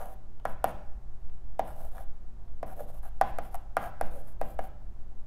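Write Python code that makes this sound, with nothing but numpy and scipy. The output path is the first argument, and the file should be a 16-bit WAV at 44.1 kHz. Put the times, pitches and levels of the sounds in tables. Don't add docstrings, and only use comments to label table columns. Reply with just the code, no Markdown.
import sys
import numpy as np
from scipy import signal
from scipy.fft import rfft, irfft
from scipy.io import wavfile

SR = 44100
rng = np.random.default_rng(int(sys.argv[2]) if len(sys.argv) > 2 else 0)


def log_audio(samples):
    frames = np.atleast_2d(samples).T
    limited = np.clip(frames, -1, 1)
    pcm = np.round(limited * 32767).astype(np.int16)
    wavfile.write(sys.argv[1], SR, pcm)


N = 232362
TIME = np.arange(N) / SR
FREQ = np.maximum(np.arange(N // 2 + 1) * SR / N, 1e-3)

# [f/Hz, relative level/dB]
TICK_RING = [(1000, -23), (4000, -8.5), (6500, -3), (9200, 6), (12800, 5.5), (16000, -10)]


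def undb(db):
    return 10 ** (np.asarray(db) / 20)


def unit(x):
    return x / np.sqrt(np.mean(x ** 2))


def spectrum(points, hz):
    f, value = np.transpose(points)
    return np.interp(np.log(np.maximum(hz, 1)), np.log(f), value)


def colour(x, points):
    return unit(irfft(rfft(x) * undb(spectrum(points, FREQ)), N))


def walk(rate):
    knots = rng.standard_normal(8192)
    return np.interp(TIME * rate, np.arange(len(knots)), knots)


def ventilation(duct_db=-45, waver_db=2, drift_rad=0.45):
    # [f/Hz, relative level/dB per Hz]
    rush_spectrum = [(62, -2), (142, 1), (212, 0.5), (305, -4.5), (510, -9.5), (760, -6), (960, -12),
                     (1260, -15), (1720, -20.5), (2650, -27.5), (5000, -32), (6600, -32), (8400, -35.5),
                     (15500, -38.5)]
    # [f/Hz, relative level/dB per Hz]
    duct_spectrum = [(15, -3), (30, 2), (42, 8.5), (53, 3), (62, -4), (72, -11.5), (84, -8), (105, -22.5),
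                     (200, -80), (800, -100)]
    # [f/Hz, level/dB]
    hum_tones = [(119.5, -59.5), (179, -84), (210.5, -72.5), (371.4, -75)]
    # [f/Hz, relative level/dB per Hz]
    sway_spectrum = [(2, 25), (7, 26), (11, 24.5), (16, -6), (24, -23), (45, -60), (200, -120)]
    rush_db, sway_db = -61, -29.5

    rush = undb(rush_db) * colour(rng.standard_normal(N), rush_spectrum)
    rumble = undb(duct_db) * colour(rng.standard_normal(N), duct_spectrum)
    hum = np.zeros(N)
    for hz, db in hum_tones:
        level = np.sqrt(2) * undb(db + waver_db * walk(4.1))
        hum += level * np.sin(2 * np.pi * hz * TIME + drift_rad * walk(8.5))
    sway = undb(sway_db) * colour(rng.standard_normal(N), sway_spectrum)
    return rush + rumble + hum + sway


def blow(points, size=4096):
    cepstrum = irfft(np.log(undb(spectrum(points, np.arange(size // 2 + 1) * SR / size))))
    cepstrum[1:size // 2] *= 2
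    cepstrum[size // 2 + 1:] = 0
    ring = irfft(np.exp(rfft(cepstrum)))
    return ring / np.sqrt(np.sum(ring ** 2))


def scatter(sound, db, t60, above_hz):
    t = TIME[:len(sound)]
    burst = rng.standard_normal(len(t)) * undb(-60 * t / t60)
    burst = burst / np.sqrt(np.sum(burst ** 2))
    high_pass = signal.butter(3, above_hz, "high", fs=SR, output="sos")
    burst = signal.sosfilt(high_pass, burst)
    return sound + undb(db) * signal.fftconvolve(sound, burst)[:len(t)]


def panel(depth_db, clack_db):
    # [f/Hz, relative level/dB]
    push_answer = [(100, -19.5), (250, -16.5), (420, -14), (530, -3.5), (740, 4.5), (880, -6.5),
                   (1100, -11.5), (1400, -15.5), (1650, -18.5), (2100, -24.5), (3200, -35), (4000, -43.5),
                   (6500, -42.5), (16000, -110)]
    # (Hz, dB)
    touch = [(530, depth_db), (740, 0), (1000, clack_db / 4), (1350, clack_db + 0.5),
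             (1650, clack_db + 1.5), (2100, clack_db / 2 - 1.0), (3500, clack_db / 4)]
    return blow([(hz, db + spectrum(touch, hz)) for hz, db in push_answer])


def add(out, s, sound):
    i = max(int(s * SR), 0)
    out[i:i + len(sound)] += sound[:N - i]


def slips(rate, spread_db):
    happens = rng.random(N) < rate / SR
    sizes = undb(spread_db * np.minimum(rng.exponential(size=N), 5))
    return unit(happens * sizes * rng.standard_normal(N))


def strokes(judder_db=2.0, judder_rate=200, uneven_db=1.56, uneven_rate=45, rasp_db=-14):
    # [start t/s, length/s, pressure as panel drive level/dB, brightness of the spot/dB]
    slides = [(-.13, 0.28, -45, 2), (0.461, 0.074, -47, 3.5), (0.661, 0.061, -43, 6.5),
              (1.633, .1, -49.5, 14), (1.721, 0.18, -51, 0), (1.908, 0.14, -48, 3), (2.653, 0.093, -46, 4),
              (2.748, 0.11, -45.5, -6), (2.86, 0.061, -52.5, 2), (2.916, 0.085, -55.5, 0),
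              (3.021, 0.079, -52, 11), (3.227, 0.094, -58, 3), (3.408, 0.095, -52, 7),
              (3.5, 0.065, -54, -2), (3.774, 0.13, -40.5, 12.5), (4.015, 0.084, -58, -5),
              (4.097, 0.13, -47.5, -10), (4.227, 0.11, -60, 13), (4.415, 0.14, -55.5, -5),
              (4.603, 0.084, -50, 6)]
    # [f/Hz, relative level/dB]
    hiss_ring = [(1000, -39), (3000, -7.5), (6300, -11), (8000, -6.5), (9500, -1.5), (12200, 2.5),
                 (14000, -3), (16000, -4)]
    fastest_share, start_db, end_db, edge_s = 0.49, -9, -6, 0.01
    ordinary_hiss_db, ordinary_db, hiss_per_pressure = -60, -46.5, 0.28
    clack_per_brightness = 0.57
    snag_lead_s, snag_db, snag_spread_db = 0.012, 10, 0.5

    out = np.zeros(N)
    roughness_db = judder_db * walk(judder_rate) + uneven_db * walk(uneven_rate)
    grit = unit(slips(rate=14000, spread_db=2.0) * undb(roughness_db))
    for s, length_s, pressure_db, bright_db in slides:
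        during = (TIME >= s) & (TIME < s + length_s)
        t = TIME[during] - s
        contact = np.clip(np.minimum(t, length_s - t) / edge_s, 0, 1)
        speed = undb(np.interp(t / length_s, [0, fastest_share, 1], [start_db, 0, end_db]))
        force = grit[during] * contact * speed

        hiss_db = ordinary_hiss_db + hiss_per_pressure * (pressure_db - ordinary_db)
        tip = scatter(blow(hiss_ring), db=-8, t60=0.015, above_hz=4000)
        add(out, s, undb(hiss_db) * signal.fftconvolve(force, tip))

        spot = panel(-bright_db, clack_per_brightness * bright_db)
        shake = scatter(spot, db=rasp_db, t60=0.0083, above_hz=6600)
        add(out, s, undb(pressure_db) * signal.fftconvolve(force * speed, shake))

        tick_db = hiss_db + snag_db + snag_spread_db * rng.standard_normal()
        add(out, s + length_s - snag_lead_s, undb(tick_db) * blow(TICK_RING))
    return out


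def clicks():
    # [t/s, level before the burst is added/dB]
    pause_clicks = [(0.3989, -34), (1.2984, -38), (1.377, -43), (2.399, -47), (2.453, -45), (2.4814, -42)]
    # [f/Hz, relative level/dB]
    click_ring = [(200, -22), (750, 19), (1500, 2), (3400, -3), (5500, -20), (15000, -22)]
    out = np.zeros(N)
    for s, db in pause_clicks:
        add(out, s, undb(db) * scatter(blow(click_ring), db=-3, t60=0.02, above_hz=1200))
    return out


def travel(seconds, power):
    delay = seconds * (700 / np.maximum(FREQ, 110)) ** power
    return np.exp(-2j * np.pi * np.cumsum(delay) * SR / N)


def taps():
    # [t/s, knock drive level/dB, extra depth/dB, extra clack/dB, extra tick/dB]
    touches = [(0.4532, -3, -1.5, 4, -5), (0.6423, 3, -1.5, 0, 2.5), (1.5937, 1, -4, -9.5, -7.5),
               (1.969, -27, -6, 4, 5), (1.981, -28.5, -7, 10, 9), (2.6295, -8, 3.5, -4.5, -10),
               (2.794, -23, 14, 10.5, -11), (3.032, -29, -21, -6, -3), (3.2122, 5, -7, -2, -4.5),
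               (3.386, -6, 0, -1, -1.5), (3.5445, -13.5, -20, -2.5, 6), (3.5542, -18, -15, -15, 10),
               (3.7683, 1, -0.5, 7, -1), (4.0116, -1.5, -0.5, 0, 0.5), (4.4141, -3.5, 1.5, -3.5, -5),
               (4.5907, -6.5, 1, 0, -10)]
    tick_under_knock_db = -19.5
    knocks, ticks = np.zeros(N), np.zeros(N)
    for s, knock_db, depth_db, clack_db, tick_db in touches:
        knock = scatter(panel(depth_db, clack_db), db=3.5, t60=0.044, above_hz=1310)
        add(knocks, s, undb(knock_db) * knock)
        tick = scatter(blow(TICK_RING), db=-7, t60=0.008, above_hz=4000)
        add(ticks, s, undb(knock_db + tick_under_knock_db + tick_db) * tick)
    return irfft(rfft(knocks) * travel(0.000725, power=0.8), N) + ticks


def through(x, response):
    return signal.fftconvolve(x, response)[:N]


def board(x):
    # [travel time at 700 Hz/s, power by which lower waves lag,
    # level/dB, band over which they lose a neper/Hz]
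    frame_returns = [(.0102, 0.484, -1.5, 530), (0.00376, 1, 17, 114), (.0075, 1.4, 13, 232)]
    # [f/Hz, gain at resonance/dB, t60/s]
    panel_modes = [(492, 3, 0.11), (593.5, 5, 0.062), (599, -48, 0.22), (718, -23, 0.16), (759, -13.5, 1),
                   (810.3, 3.5, 0.15), (1004, 1.5, 0.63), (920, -25, 0.43), (1311, 3, 0.46),
                   (1390, -38, 0.46)]
    response = 1
    for seconds, power, db, loss_hz in frame_returns:
        response = response + undb(db) * np.exp(-FREQ / loss_hz) * travel(seconds, power)
    ring, t = irfft(response, N)[:SR], TIME[:SR]
    for hz, db, t60 in panel_modes:
        decay = np.log(1000) / t60
        mode = 2 * decay / SR * np.exp(-decay * t) * np.cos(2 * np.pi * hz * t)
        ring = ring + undb(db) * mode
    return through(x, ring)


def near_echo(x, lag_s=0.004212, db=-8, loss_hz=3500):
    reflection = np.exp(-FREQ / loss_hz - 2j * np.pi * FREQ * lag_s)
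    return x + undb(db) * irfft(rfft(x) * reflection, N)


def room(x, first_s=0.0028, build_s=0.012):
    # [centre f/Hz, level/dB, t60/s]
    tail_bands = [(153, -3, 0.99), (395, -3, 0.5), (653, -12.5, 0.67), (930, -6, 0.53), (1580, -9.5, 0.74),
                  (3300, -2.5, 0.51), (5760, -11.5, 0.98), (10400, -20, 0.29), (15800, -13, 0.46)]
    t, noise, tail = TIME[:SR], rfft(rng.standard_normal(N)), 0
    for k, (hz, db, t60) in enumerate(tail_bands):
        share = spectrum([(row[0], j == k) for j, row in enumerate(tail_bands)], FREQ)
        decay = np.log(1000) / t60
        fading = np.sqrt(2 * decay / SR) * np.exp(-decay * t)
        tail = tail + undb(db) * fading * irfft(noise * share, N)[:SR]
    return through(x, tail * np.clip((t - first_s) / build_s, 0, 1))


def scene(wall_db=-5, count=3):
    air = ventilation()
    sliding, clicking = strokes(), clicks()
    sides = [board(taps() + sliding) + clicking for _ in range(count)]
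    walls = undb(wall_db) * sum(room(side) for side in sides)
    return (near_echo(sides[0]) + walls + air)[None]


def record(dry):
    top_hz = 15600
    low_pass = signal.ellip(10, 0.2, 70, top_hz, fs=SR, output="sos")
    return signal.sosfilt(low_pass, dry)


dry = scene()
out = record(dry)
log_audio(out)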